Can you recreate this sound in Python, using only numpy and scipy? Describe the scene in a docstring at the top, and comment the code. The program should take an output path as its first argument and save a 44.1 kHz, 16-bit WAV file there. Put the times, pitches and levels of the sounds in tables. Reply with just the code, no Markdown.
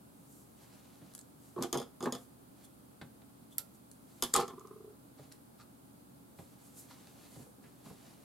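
"""A wooden table in a quiet room, where someone sews by hand close to the microphone.
Thread is drawn through coarse cloth: shaped friction noise. Small steel scissors clatter as they are picked
up, snip once and are dropped back: decaying board and blade modes with noise bursts. They rock to rest
in ever shorter swings, each landing a soft pulse of tones and noise. Then fingers turn the cloth and pat
it flat with dull bursts. Short echoes, room noise and a faint hum surround everything."""
import sys
import numpy as np
from scipy import signal
from scipy.fft import rfft, irfft
from scipy.io import wavfile
from scipy.ndimage import uniform_filter1d

SR = 44100
rng = np.random.default_rng(int(sys.argv[2]) if len(sys.argv) > 2 else 0)


def waveform_to_disk(signal):
    """Save audio, clipped to [-1, 1], as 16-bit WAV at the path in sys.argv[1]."""
    frames = np.transpose(np.atleast_2d(signal))
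    scaled = np.clip(frames, -1, 1) * 32767
    samples = np.round(scaled).astype(np.int16)
    wavfile.write(sys.argv[1], SR, samples)


N = 363384
RING_T = np.arange(SR // 4) / SR  # time axis of one short sound [s]

# Levels in the tables are relative: each function weights its own layers.
# Steel landing on the table: (time [s], board thud [dB], board knock [dB], steel ring [dB], click [dB],
# click pitch [Hz], low note favoured by the board there [Hz], high note favoured there [Hz])
BLOWS = [(1.6235, -37, -40, -42.5, -36, 5870, 255, 1010), (1.634, -31.5, -34, -44, -44, 6960, 348, 700),
         (1.7276, -32, -36, -34.5, -36, 6740, 358, 725), (1.7434, -53, -38.5, -45, -51, 6700, 383, 715),
         (1.7735, -36.5, -47, -40, -49, 6600, 360, 760), (1.7824, -51, -47, -46, -57, 6650, 410, 920),
         (1.7997, -37.5, -54, -47.5, -57, 5000, 500, 930), (1.816, -54, -45, -51, -59, 5000, 400, 690),
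         (1.827, -50, -57, -57, -66, 4900, 400, 690), (2.0054, -39.5, -41.5, -51.5, -61, 6000, 241, 696),
         (2.0259, -35, -45, -46.5, -49, 7600, 350, 900), (2.036, -38.5, -42, -51, -53, 7500, 470, 1090),
         (2.0566, -30, -34, -69, -50, 7500, 263, 1730), (2.1231, -37, -43, -39.5, -41.5, 7050, 247, 1780),
         (2.15, -45.5, -45, -46.5, -51, 5200, 494, 690), (4.2237, -35, -35, -31, -29, 12500, 248, 1010),
         (4.2355, -59, -46, -37, -34.5, 10100, 248, 1050), (4.338, -35, -40, -33, -22, 7540, 440, 1240),
         (4.35, -37, -22, -43, -44, 7540, 480, 1204), (4.3618, -34, -38, -31, -28.5, 8000, 367, 1100),
         (4.4795, -46.5, -43, -50, -53, 6740, 382, 1230)]
# Spectrum of a steel click: (frequency [Hz], density [dB per Hz])
CLICK_SPECTRUM = [(200, -19), (1500, -6.5), (2000, -9.5), (2600, -20), (3300, -8.5), (4300, -4.5),
                  (5100, -1), (5900, -5.5), (6800, 1.5), (8300, 0), (9400, -2.5), (12000, -1.5),
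                  (13500, -11), (16000, -29)]
# Spectrum of the low board thud: (frequency [Hz], density [dB per Hz])
THUD_SPECTRUM = [(30, -41), (105, -19.5), (135, -10.5), (165, -7), (250, -1), (305, -18), (360, 0.5),
                 (475, -4), (540, -9), (1000, -18), (2500, -48)]
# Spectrum of the woody knock: (frequency [Hz], density [dB per Hz])
KNOCK_SPECTRUM = [(100, -40), (300, -21), (600, -15), (760, -7), (920, -8), (1100, -3), (1270, -4.5),
                  (1620, -19), (1850, -18.5), (2650, -23), (3500, -23), (6000, -33), (15000, -65)]
# Likeness of table sounds at the two microphone ports: (frequency [Hz], correlation [0-1])
SAME = [(250, .96), (520, .8), (900, .95), (1250, .96), (2000, .76), (4500, .8), (8000, .36), (14000, .3)]


def amp(db):
    """Level to gain: 20 dB is a factor of ten in amplitude."""
    return 10 ** (np.asarray(db) / 20)


def read(points, hz):
    """Interpolation of a table of (frequency [Hz], value) on a logarithmic frequency axis."""
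    f, value = np.transpose(points)
    return np.interp(np.log(hz + 1), np.log(f + 1), value)


def evened(x):
    """Power normalization: scales to rms 1."""
    return x / np.sqrt(np.mean(x ** 2) + 1e-20)


def struck(x, size=880):
    """Onset normalization: scales a hit so that its first 20 ms have rms 1."""
    return x / np.sqrt(np.mean(x[..., :size] ** 2) + 1e-20)


def add(mix, s, sound):
    """Superposition: mixes a sound in at time s, cut at the end of the mix."""
    part = mix[:, round(s * SR):][:, :sound.shape[-1]]
    part += sound[..., :part.shape[1]]


def paired(noise, same):
    """Interaural-style coherence: sums and differences of two noises set their likeness at the ports."""
    size = noise.shape[1]
    mid, side = rfft(noise)
    likeness = np.clip(read(same, np.fft.rfftfreq(size, 1 / SR)), -1, 1)
    mid = mid * np.sqrt((1 + likeness) / 2)
    side = side * np.sqrt((1 - likeness) / 2)
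    return irfft(np.array([mid + side, mid - side]), size)


def coloured(x, spectrum, size=2048):
    """Minimum-phase filtering: the Hilbert transform of the log gain gives a causal response."""
    log_gain = np.log(amp(read(spectrum, abs(np.fft.fftfreq(size, 1 / SR)))))
    taps = np.fft.ifft(np.exp(np.conj(signal.hilbert(log_gain)))).real
    return signal.oaconvolve(x, taps[None], axes=1)[:, :x.shape[1]]


def balanced(x, balance):
    """Level difference between ports: leans each frequency to the left or the right."""
    lean = read(balance, np.fft.rfftfreq(N, 1 / SR)) / 2
    return irfft(rfft(x) * amp([lean, -lean]), N)


def fade(t60):
    """Exponential decay: a damped mode loses 60 dB in t60 seconds."""
    return np.exp(-np.log(1000) * RING_T / t60)


def bump(f, hz, octaves=0.18):
    """Resonance weighting: 1 at hz, falling to 0 on either side along a log-frequency bell."""
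    return np.exp(-(np.log2(f / hz) / octaves) ** 2)


def focused(spectrum, hz, lift_db):
    """Position-dependent excitation: the point of contact favours one region of a spectrum."""
    f = np.geomspace(30, 17000, num=240)
    return np.transpose([f, read(spectrum, f) + lift_db * bump(f, hz)])


def favoured(modes, hz, lift_db, octaves):
    """Modal participation: the point of contact feeds the modes near one note most."""
    return [(f, db + lift_db * bump(f, hz, octaves), t60) for f, db, t60 in modes]


def burst(spectrum, t60, rise):
    """High modal density: countless short-lived modes merge into a dying puff of coloured noise."""
    noise = paired(rng.standard_normal((2, len(RING_T))), SAME)
    onset = 1 - np.exp(-(RING_T / rise) ** 2)
    return struck(coloured(noise * fade(t60) * onset, spectrum))


def ring(modes, scatter_db, detune, rise):
    """Modal superposition: damped sines whose strengths and port phases vary with the striking point."""
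    sound = 0
    draws = rng.standard_normal((len(modes), 3))
    for k, ((hz, db, t60), (strength, pitch, phase)) in enumerate(zip(modes, draws)):
        lead = np.arccos(read(SAME, hz)) * phase * np.array([[.35], [-.35]])  # opposite at the two ports
        wave = np.sin(2 * np.pi * hz * (1 + detune * pitch) * RING_T + lead)
        sound = sound + (-1) ** k * amp(db + scatter_db * strength) * fade(t60) * wave
    return struck(sound * (1 - np.exp(-RING_T / rise)))


def hiss(spectrum, same):
    """Stationary noise: steady, coloured and partly alike at both ports."""
    return evened(coloured(paired(rng.standard_normal((2, N)), same), spectrum))


def grains(per_s):
    """Stick-slip: a random train of tiny catches of uneven size."""
    # Spectrum of the catches: (frequency [Hz], density [dB per Hz])
    grit = [(400, -1), (1200, -0.5), (2500, -1.5), (3050, -5), (4300, 4.5), (5200, -1), (6200, -4),
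            (12000, -8.5), (16000, -40)]
    spread_db = 1.5
    size_db = spread_db * np.minimum(rng.exponential(1, N), 4)
    catches = amp(size_db) * (rng.random(N) < per_s / SR)
    return evened(coloured(paired(catches * rng.standard_normal((2, N)), SAME), grit))


def air(waver_rad=0.93):
    """Background noise: low room noise and microphone hiss with faint hum tones of wandering phase."""
    # Spectrum of the still room: (frequency [Hz], density [dB per Hz])
    air_spectrum = [(20, -38.5), (45, -13), (75, -13), (135, -4), (260, 0), (320, -5.5), (420, -10),
                    (800, -13.5), (1350, -18), (1850, -27.5), (2800, -28.5), (4500, -27.5), (5700, -31.5),
                    (9000, -24.5), (12000, -24.5), (16000, -30)]
    # Hum tones: (frequency [Hz], rms level [dB])
    hum_tones = [(73, -77), (120, -70.5), (194, -78), (280, -71.5), (840, -84)]
    # Likeness of the room noise at the ports: (frequency [Hz], correlation [-1 to 1])
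    air_same = [(60, -0.31), (150, 0.86), (380, -0.00033), (950, -0.39), (2380, 0.0034), (5980, 0.005),
                (15000, 0.13)]
    # Balance of noise and hum: (frequency [Hz], left minus right [dB])
    air_balance = [(60, -0.83), (150, -0.34), (380, -0.82), (950, 0.52), (2380, -1.4), (5980, 0.54),
                   (15000, -2)]
    t = np.arange(N) / SR
    knots = np.linspace(0, t[-1], num=50)
    hum = 0
    for hz, db in hum_tones:
        phase = waver_rad * np.interp(t, knots, rng.standard_normal(len(knots)))
        hum = hum + amp(db) * np.sqrt(2) * np.sin(2 * np.pi * hz * t + phase)
    return balanced(amp(-58.54) * hiss(air_spectrum, air_same) + hum, air_balance)


def cloth(uneven_db=1.5):
    """Sliding friction: skin and thread cross the weave with uneven pressure; fibres catch and let go."""
    # A hand or sleeve slides over the table: (start [s], length [s], level [dB], change by the end [dB])
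    slides = [(0.56, 0.56, -67, -2), (1.375, 0.23, -78, 8), (2.548, 0.095, -73, 2.5),
              (4.056, 0.25, -73.5, 7), (5.158, 0.19, -69, -5.5), (6.362, 0.5, -74.5, 7),
              (6.875, 0.55, -64.5, -3), (7.61, 0.21, -69, -3.5), (7.83, 0.46, -62, -8)]
    # Brief bright swishes of thread, cloth or blade: (middle [s], half length [s], level [dB])
    swishes = [(0.36, 0.14, -62.5), (1.478, 0.13, -70), (2.21, 0.044, -63), (2.651, 0.0096, -59.5),
               (3.531, 0.02, -61), (3.755, .016, -64.5), (4.205, 0.21, -70), (6.405, 0.076, -66.5),
               (6.67, 0.04, -62), (6.794, 0.037, -52), (7.386, 0.14, -65.5), (7.902, 0.023, -66)]
    # Spectrum of skin on the weave: (frequency [Hz], density [dB per Hz])
    rub_spectrum = [(200, -1.5), (600, 15), (1400, 5.5), (2200, 5.5), (4200, 5), (7000, 2.5), (12000, -16),
                    (16000, -32)]
    # Spectrum of the bright thread hiss: (frequency [Hz], density [dB per Hz])
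    thread_spectrum = [(1500, -29), (5000, -8.5), (7500, 0.5), (10000, -1), (12500, -0.5), (14500, -11.5),
                       (16000, -19)]
    attack_s, release_s = 0.023, 0.034
    swish_shape = 1.36  # 1 = pointed, 2 = a round bell
    t = np.arange(N) / SR
    rub = np.zeros(N)
    for s, length, db, change_db in slides:
        attack = np.clip((t - s) / attack_s, 0, 1)
        release = np.exp(-np.maximum(t - s - length, 0) / release_s)
        rub += attack * release * amp(db + change_db * np.clip((t - s) / length, 0, 1))
    thread = amp(-2.5) * rub  # the weave hisses along with every slide
    for s, half_s, db in swishes:
        thread += amp(db) * np.exp(-abs((t - s) / half_s) ** swish_shape)
    wander = evened(uniform_filter1d(rng.standard_normal(N), size=2000))
    pressure = evened(amp(uneven_db * wander))
    fibres = amp(-8) * rub * grains(per_s=350)
    skin = amp(-2) * rub * hiss(rub_spectrum, SAME)
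    return pressure * (fibres + skin + amp(-2.5) * thread * hiss(thread_spectrum, SAME))


def fingers():
    """Soft impact: yielding fingertips push the board slowly, so low notes prevail, and scuff its surface."""
    # Fingers on table and cloth: (time [s], thud [dB], knock [dB], scuff [dB], favoured board note [Hz])
    taps = [(1.015, -50.5, -62, -63, 176), (3.013, -48, -58, -44.5, 257), (3.217, -61, -70, -62.5, 260),
            (5.187, -51.5, -60, -62.5, 256), (6.387, -48, -55, -55, 268), (6.907, -74, -51, -75, 480),
            (7.358, -50.5, -59, -67, 137), (7.384, -49.5, -79, -69, 134), (7.408, -59, -68, -78, 456),
            (7.462, -57.5, -63, -76, 460), (7.639, -59, -63, -61, 400), (7.859, -50.5, -53.5, -74, 206),
            (7.899, -49.5, -54.5, -82, 456)]
    # Spectrum of the soft thud: (frequency [Hz], density [dB per Hz])
    pat_spectrum = [(30, -25), (70, -5), (140, 6), (200, 0), (270, 1), (350, -5.5), (480, -4), (700, -11.5),
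                    (2000, -50)]
    # Spectrum of skin scuffing the surface: (frequency [Hz], density [dB per Hz])
    scuff_spectrum = [(500, 3), (1500, 3), (2100, 2), (2800, -6), (3800, -0.5), (6000, -16), (10000, -15),
                      (16000, -44)]
    out = np.zeros((2, N))
    for s, thud_db, knock_db, scuff_db, note_hz in taps:
        pat = amp(thud_db - 2.5) * burst(focused(pat_spectrum, note_hz, lift_db=9), t60=0.1, rise=0.0065)
        knock = amp(knock_db - 9.5) * burst(KNOCK_SPECTRUM, t60=0.055, rise=0.00018)
        scuff = amp(scuff_db - 7.5) * burst(scuff_spectrum, t60=0.05, rise=0.001)
        add(out, s, pat + knock + scuff)
    return out


def ticks():
    """Hard light contact: needle and small steel parts click briefly without shaking the board."""
    # Light ticks of needle and steel: (time [s], click [dB], click pitch [Hz])
    tick_rows = [(1.137, -54, 10000), (1.15, -42, 10100), (1.179, -51.5, 9550), (1.1905, -46, 8250),
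                 (1.212, -54, 6500), (2.041, -47, 7400), (2.184, -58, 5000), (3.914, -50, 9000),
                 (4.3351, -42, 4700), (4.369, -42, 11500), (4.4025, -39.5, 12000), (4.4075, -46, 11500),
                 (4.595, -56, 6800), (4.672, -58.5, 6140), (5.3228, -50.5, 10300)]
    out = np.zeros((2, N))
    for s, click_db, click_hz in tick_rows:
        click = burst(focused(CLICK_SPECTRUM, click_hz, lift_db=6.5), t60=0.012, rise=0.0003)
        add(out, s, amp(click_db - 8.5) * click)
    return out


def board(thud_db, knock_db, low_hz, high_hz, low_spot_db=8, high_spot_db=9):
    """Plate vibration: the table top answers one contact with a low thud and a short woody knock."""
    # Low modes of the table top: (frequency [Hz], level [dB], t60 [s])
    low_modes = [(140, -11, .18), (190, -16, .13), (248, -2.5, .13), (346, 0, .14), (372, -4, .13),
                 (405, -9, .11), (452, -9, .11), (476, -1, .17)]
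    # High modes of the table top: (frequency [Hz], level [dB], t60 [s])
    high_modes = [(693, -2, .13), (790, -4, .2), (827, -3, .14), (920, -3, .17), (1053, 0, .13),
                  (1107, -1, .1), (1180, -2, .1), (1232, -2, .1), (1318, -10, .09), (1476, -17, .12),
                  (1760, -9, .08)]
    low = ring(favoured(low_modes, low_hz, low_spot_db, octaves=.2), scatter_db=1.5, detune=0.012, rise=0.0022)
    low_puff = burst(focused(THUD_SPECTRUM, low_hz, low_spot_db), t60=0.076, rise=0.002)
    thud = amp(-8.5) * low + amp(-6.5) * low_puff
    spot_modes = favoured(high_modes, high_hz, high_spot_db, octaves=.12)
    high = ring(spot_modes, scatter_db=2, detune=0.006, rise=0.0015)
    high_puff = burst(focused(KNOCK_SPECTRUM, high_hz, high_spot_db), t60=0.034, rise=0.00067)
    knock = amp(-13) * high + amp(-8.5) * high_puff
    return amp(thud_db) * thud + amp(knock_db) * knock


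def clatter():
    """Impact excitation: every contact shakes the board; landing steel also clicks and rattles at the pivot."""
    # Dull bumps of the handles, which leave the blades silent:
    # (time [s], thud [dB], knock [dB], low board note [Hz], high board note [Hz])
    handle_bumps = [(1.562, -35, -48, 342, 1050), (1.5772, -44.5, -40.5, 480, 1080),
                    (1.585, -33, -46, 257, 1030), (1.608, -35, -45, 259, 890),
                    (1.7504, -29.5, -36, 360, 910), (1.758, -35.5, -54, 362, 1060),
                    (2.063, -34.5, -44, 345, 1050), (2.072, -40, -35.5, 477, 950),
                    (4.3572, -52, -30, 380, 1200), (4.366, -42, -32, 350, 1120),
                    (4.3716, -33, -36, 344, 1250), (4.381, -33, -38, 465, 1100),
                    (4.387, -36, -32, 450, 800), (4.397, -44, -30.5, 380, 1310),
                    (4.409, -53, -32.5, 470, 820), (4.42, -38, -37, 430, 1150), (4.43, -48, -44, 374, 780),
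                    (4.504, -52, -46.5, 380, 1030), (4.531, -47, -66, 255, 1030)]
    # Spectrum of the rattling pivot: (frequency [Hz], density [dB per Hz])
    rattle_spectrum = [(600, 0), (1500, -6), (2000, -0.5), (2600, -12), (3300, 7.5), (4200, -3),
                       (5000, 0.5), (5800, -6), (7000, -7), (12000, -5.5), (16000, -21)]
    out = np.zeros((2, N))
    for s, thud_db, knock_db, ring_db, click_db, click_hz, low_hz, high_hz in BLOWS:
        wood = board(thud_db, knock_db, low_hz, high_hz)
        rattle = amp(ring_db - 10) * burst(rattle_spectrum, t60=0.115, rise=0.0022)
        click = burst(focused(CLICK_SPECTRUM, click_hz, lift_db=7), t60=0.016, rise=0.0009)
        add(out, s, wood + rattle + amp(click_db - 6.5) * click)
    for s, *contact in handle_bumps:
        add(out, s, board(*contact))
    return out


def blades():
    """Beating: each blow rings two blades never quite in tune, and differently at each spot."""
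    # Modes of the scissors, a short bright clink over a faint longer ring:
    # (frequency [Hz], level [dB], t60 [s])
    steel_modes = [(3100, -16, .09), (3430, -12.5, .12), (5030, 0, .017), (5120, -17, .09),
                   (6190, -18, .07), (6650, -2, .022), (9200, 0, .014), (11150, -15, .05),
                   (12100, -13, .04)]
    out = np.zeros((2, N))
    for s, _, _, ring_db, _, click_hz, _, _ in BLOWS:
        modes = favoured(steel_modes, click_hz, lift_db=3, octaves=.2)
        pair = sum(ring(modes, scatter_db=2.5, detune=.013, rise=.0004) for _ in range(2))
        add(out, s, amp(ring_db - 10) * pair)
    return out


def scrapes(grains_per_s=2900):
    """Dense stick-slip: one surface skids over another in many tiny catches."""
    # Steel on wood, or a nail on the weave: (middle [s], half length [s], level [dB])
    scrape_rows = [(1.637, 0.02, -50), (2.057, 0.0091, -53), (4.366, 0.014, -37), (4.405, 0.023, -45.5),
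                   (5.192, 0.017, -67.5), (5.323, 0.0075, -58.5), (5.609, 0.019, -61), (6.91, .02, -63.5),
                   (7.25, 0.037, -66.5), (7.353, 0.016, -64.5)]
    t = np.arange(N) / SR
    envelope = sum(amp(db) * np.exp(-((t - s) / half_s) ** 2) for s, half_s, db in scrape_rows)
    return grains(grains_per_s) * envelope


def squeaks():
    """Friction-driven resonance: sliding feeds one resonance for a moment, heard as narrow-band noise."""
    # Things sliding: (middle [s], level [dB], pitch [Hz], half length [s], width [share of the pitch])
    squeak_rows = [(2.648, -66, 3480, .013, .03), (3.528, -68, 3430, .016, .06),
                   (5.611, -60, 1290, .018, .1), (7.657, -68, 1950, .02, .45)]
    out = np.zeros((2, N))
    t = RING_T - RING_T.mean()
    f = np.fft.rfftfreq(len(t), 1 / SR)
    for s, db, hz, half_s, spread in squeak_rows:
        noise = rfft(paired(rng.standard_normal((2, len(t))), SAME))
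        note = irfft(noise / (1 + ((f / hz - 1) / spread) ** 2), len(t))
        add(out, s + t[0], amp(db) * evened(note) * np.exp(-(t / half_s) ** 2))
    return out


def snip(s=3.5818, snap_db=-34.5, chatter_db=-47):
    """Sudden release: the blades snap through thread, a little to the right, chatter, and the shanks ring."""
    # Spectrum of the snap: (frequency [Hz], density [dB per Hz])
    snap_spectrum = [(300, -33), (900, -21.5), (1330, -9), (1800, -14), (2700, -18), (3400, -7.5),
                     (7100, -8.5), (7650, 4.5), (8300, 1), (9300, -4), (10400, -4), (11050, 8), (11800, -1),
                     (13000, 5), (13800, -1), (16000, -15)]
    # Spectrum of the blades chattering after it: (frequency [Hz], density [dB per Hz])
    chatter_spectrum = [(500, -8), (2500, -4.5), (4200, 4), (6000, 0), (11000, 0), (13500, -3),
                        (16000, -18)]
    # modes: (frequency [Hz], level [dB], t60 [s])
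    shank_modes = [(566, -9, .26), (1250, -4, .12), (1330, 1, .15), (1390, 0, .15), (4390, -3, .1)]
    out = np.zeros((2, N))
    snap = amp(snap_db) * burst(snap_spectrum, t60=0.011, rise=0.00077)
    chatter = amp(chatter_db) * burst(chatter_spectrum, t60=.1, rise=0.0011)
    shanks = amp(-59) * ring(shank_modes, scatter_db=1, detune=.003, rise=.005)
    add(out, s, (snap + chatter + shanks) * amp([[-1.7], [1.7]]))
    return out


def rocks(start_s, swings):
    """Damped rocking: swings shorten geometrically, giving rows (time [s], low note [dB], high note [dB])."""
    first_swing_s, swing_ratio = .0808, .861
    far_side_share = .41  # the far side lands this far through the swing
    far_side_fade_db_per_s = 16
    # (near side [dB], far side [dB], hold [s], then fade [dB per s]) of the low and the high note
    notes = [(-45, -52, .375, 150), (-41, -40.5, .16, 92)]
    rows, age = [], 0
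    for k in range(swings):
        swing_s = first_swing_s * swing_ratio ** k
        for side, at in enumerate([age, age + far_side_share * swing_s]):
            levels = []
            for near_db, far_db, hold_s, fade_db in notes:
                side_db = (near_db, far_db - far_side_fade_db_per_s * at)[side]
                levels.append(side_db - fade_db * max(at - hold_s, 0))
            rows.append((start_s + at, *levels))
        age += swing_s
    return rows


def rocking(start_s=4.503, swings=10, low_hz=385, rise_hz_per_s=70, low_s=0.0052, high_s=0.0058,
            grit_db=-21, pitch_spread=.06, uneven_db=2):
    """Rolling contact: soft pushes sound the board for a few cycles, a little higher as swings quicken."""
    # Upper notes of each landing: (frequency [Hz], level [dB])
    rock_notes = [(1050, -12), (1170, -12.5), (1260, -17)]
    out = np.zeros((2, N))
    t = RING_T - RING_T.mean()
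    draws = rng.random((2 * swings, len(rock_notes) + 2))
    for (s, low_db, high_db), (spot, force, *phases) in zip(rocks(start_s, swings), draws):
        shift = 1 + pitch_spread * (spot - .5)  # each landing is at a slightly different spot
        notes = sum(amp(db) * np.sin(2 * np.pi * (hz * shift * t + cycles))
                    for (hz, db), cycles in zip(rock_notes, phases))
        noise = paired(rng.standard_normal((2, len(t))), SAME)
        note_hz = shift * (low_hz + rise_hz_per_s * (s - start_s))
        low = np.sin(2 * np.pi * note_hz * t) + amp(-16) * evened(coloured(noise, THUD_SPECTRUM))
        high = notes + amp(grit_db) * evened(coloured(noise, KNOCK_SPECTRUM))
        low_push = amp(low_db) * np.exp(-(t / low_s) ** 2) * low
        high_push = amp(high_db) * np.exp(-(t / high_s) ** 2) * high
        add(out, s + t[0], amp(uneven_db * (force - .5)) * (low_push + high_push))
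    return out


def room(x, wet_db, near_db=-7, near_t60=0.11, far_db=-13):
    """Reverberation: a quick flutter from the table and nearby things, then the short tail of the room."""
    # Reverberation time of the tail: (frequency [Hz], t60 [s])
    tail_t60 = [(200, 0.34), (1500, 0.31), (5000, 0.28), (14000, 0.22)]
    near_spectrum = [(200, -10), (1200, 3.5), (3500, -1), (15000, -2)]  # (Hz, dB)
    noise = paired(rng.standard_normal((2, len(RING_T))), SAME)
    near = coloured(noise * fade(near_t60) * (RING_T > .003), near_spectrum)
    hz, t, z = signal.stft(paired(rng.standard_normal((2, len(RING_T))), SAME), SR, nperseg=256)
    decay = np.exp(-np.log(1000) * t / read(tail_t60, hz)[:, None])  # each frequency dies at its own rate
    tail = signal.istft(z * decay, SR, nperseg=256)[1]
    far = tail[:, :len(RING_T)] * (RING_T > .009)
    echoes = amp(near_db) * near / np.linalg.norm(near[0]) + amp(far_db) * far / np.linalg.norm(far[0])
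    return x + amp(wet_db) * signal.oaconvolve(x, echoes, axes=1)[:, :N]


def scene():
    """Direct-to-reverberant ratio: blades, snip and rocking arrive with weaker echoes than the rest."""
    # Balance of the table sounds: (frequency [Hz], left minus right [dB])
    table_balance = [(200, -1.4), (1200, -1), (6000, -0.5), (8500, 1), (10000, -0.5), (12000, -2.5),
                     (15000, -4)]
    table = room(cloth() + fingers() + ticks() + clatter() + scrapes() + squeaks(), wet_db=0)
    direct = room(blades() + snip() + rocking(), wet_db=-5)
    return balanced(table + direct, table_balance) + air()


def record(dry):
    """Band limiting: a linear-phase low-pass removes the highest treble."""
    edge_hz = 16050
    low_pass = signal.firwin(511, edge_hz, window=("kaiser", 9), fs=SR)
    return signal.oaconvolve(dry, low_pass[None], "same")


dry = scene()
out = record(dry)
waveform_to_disk(out)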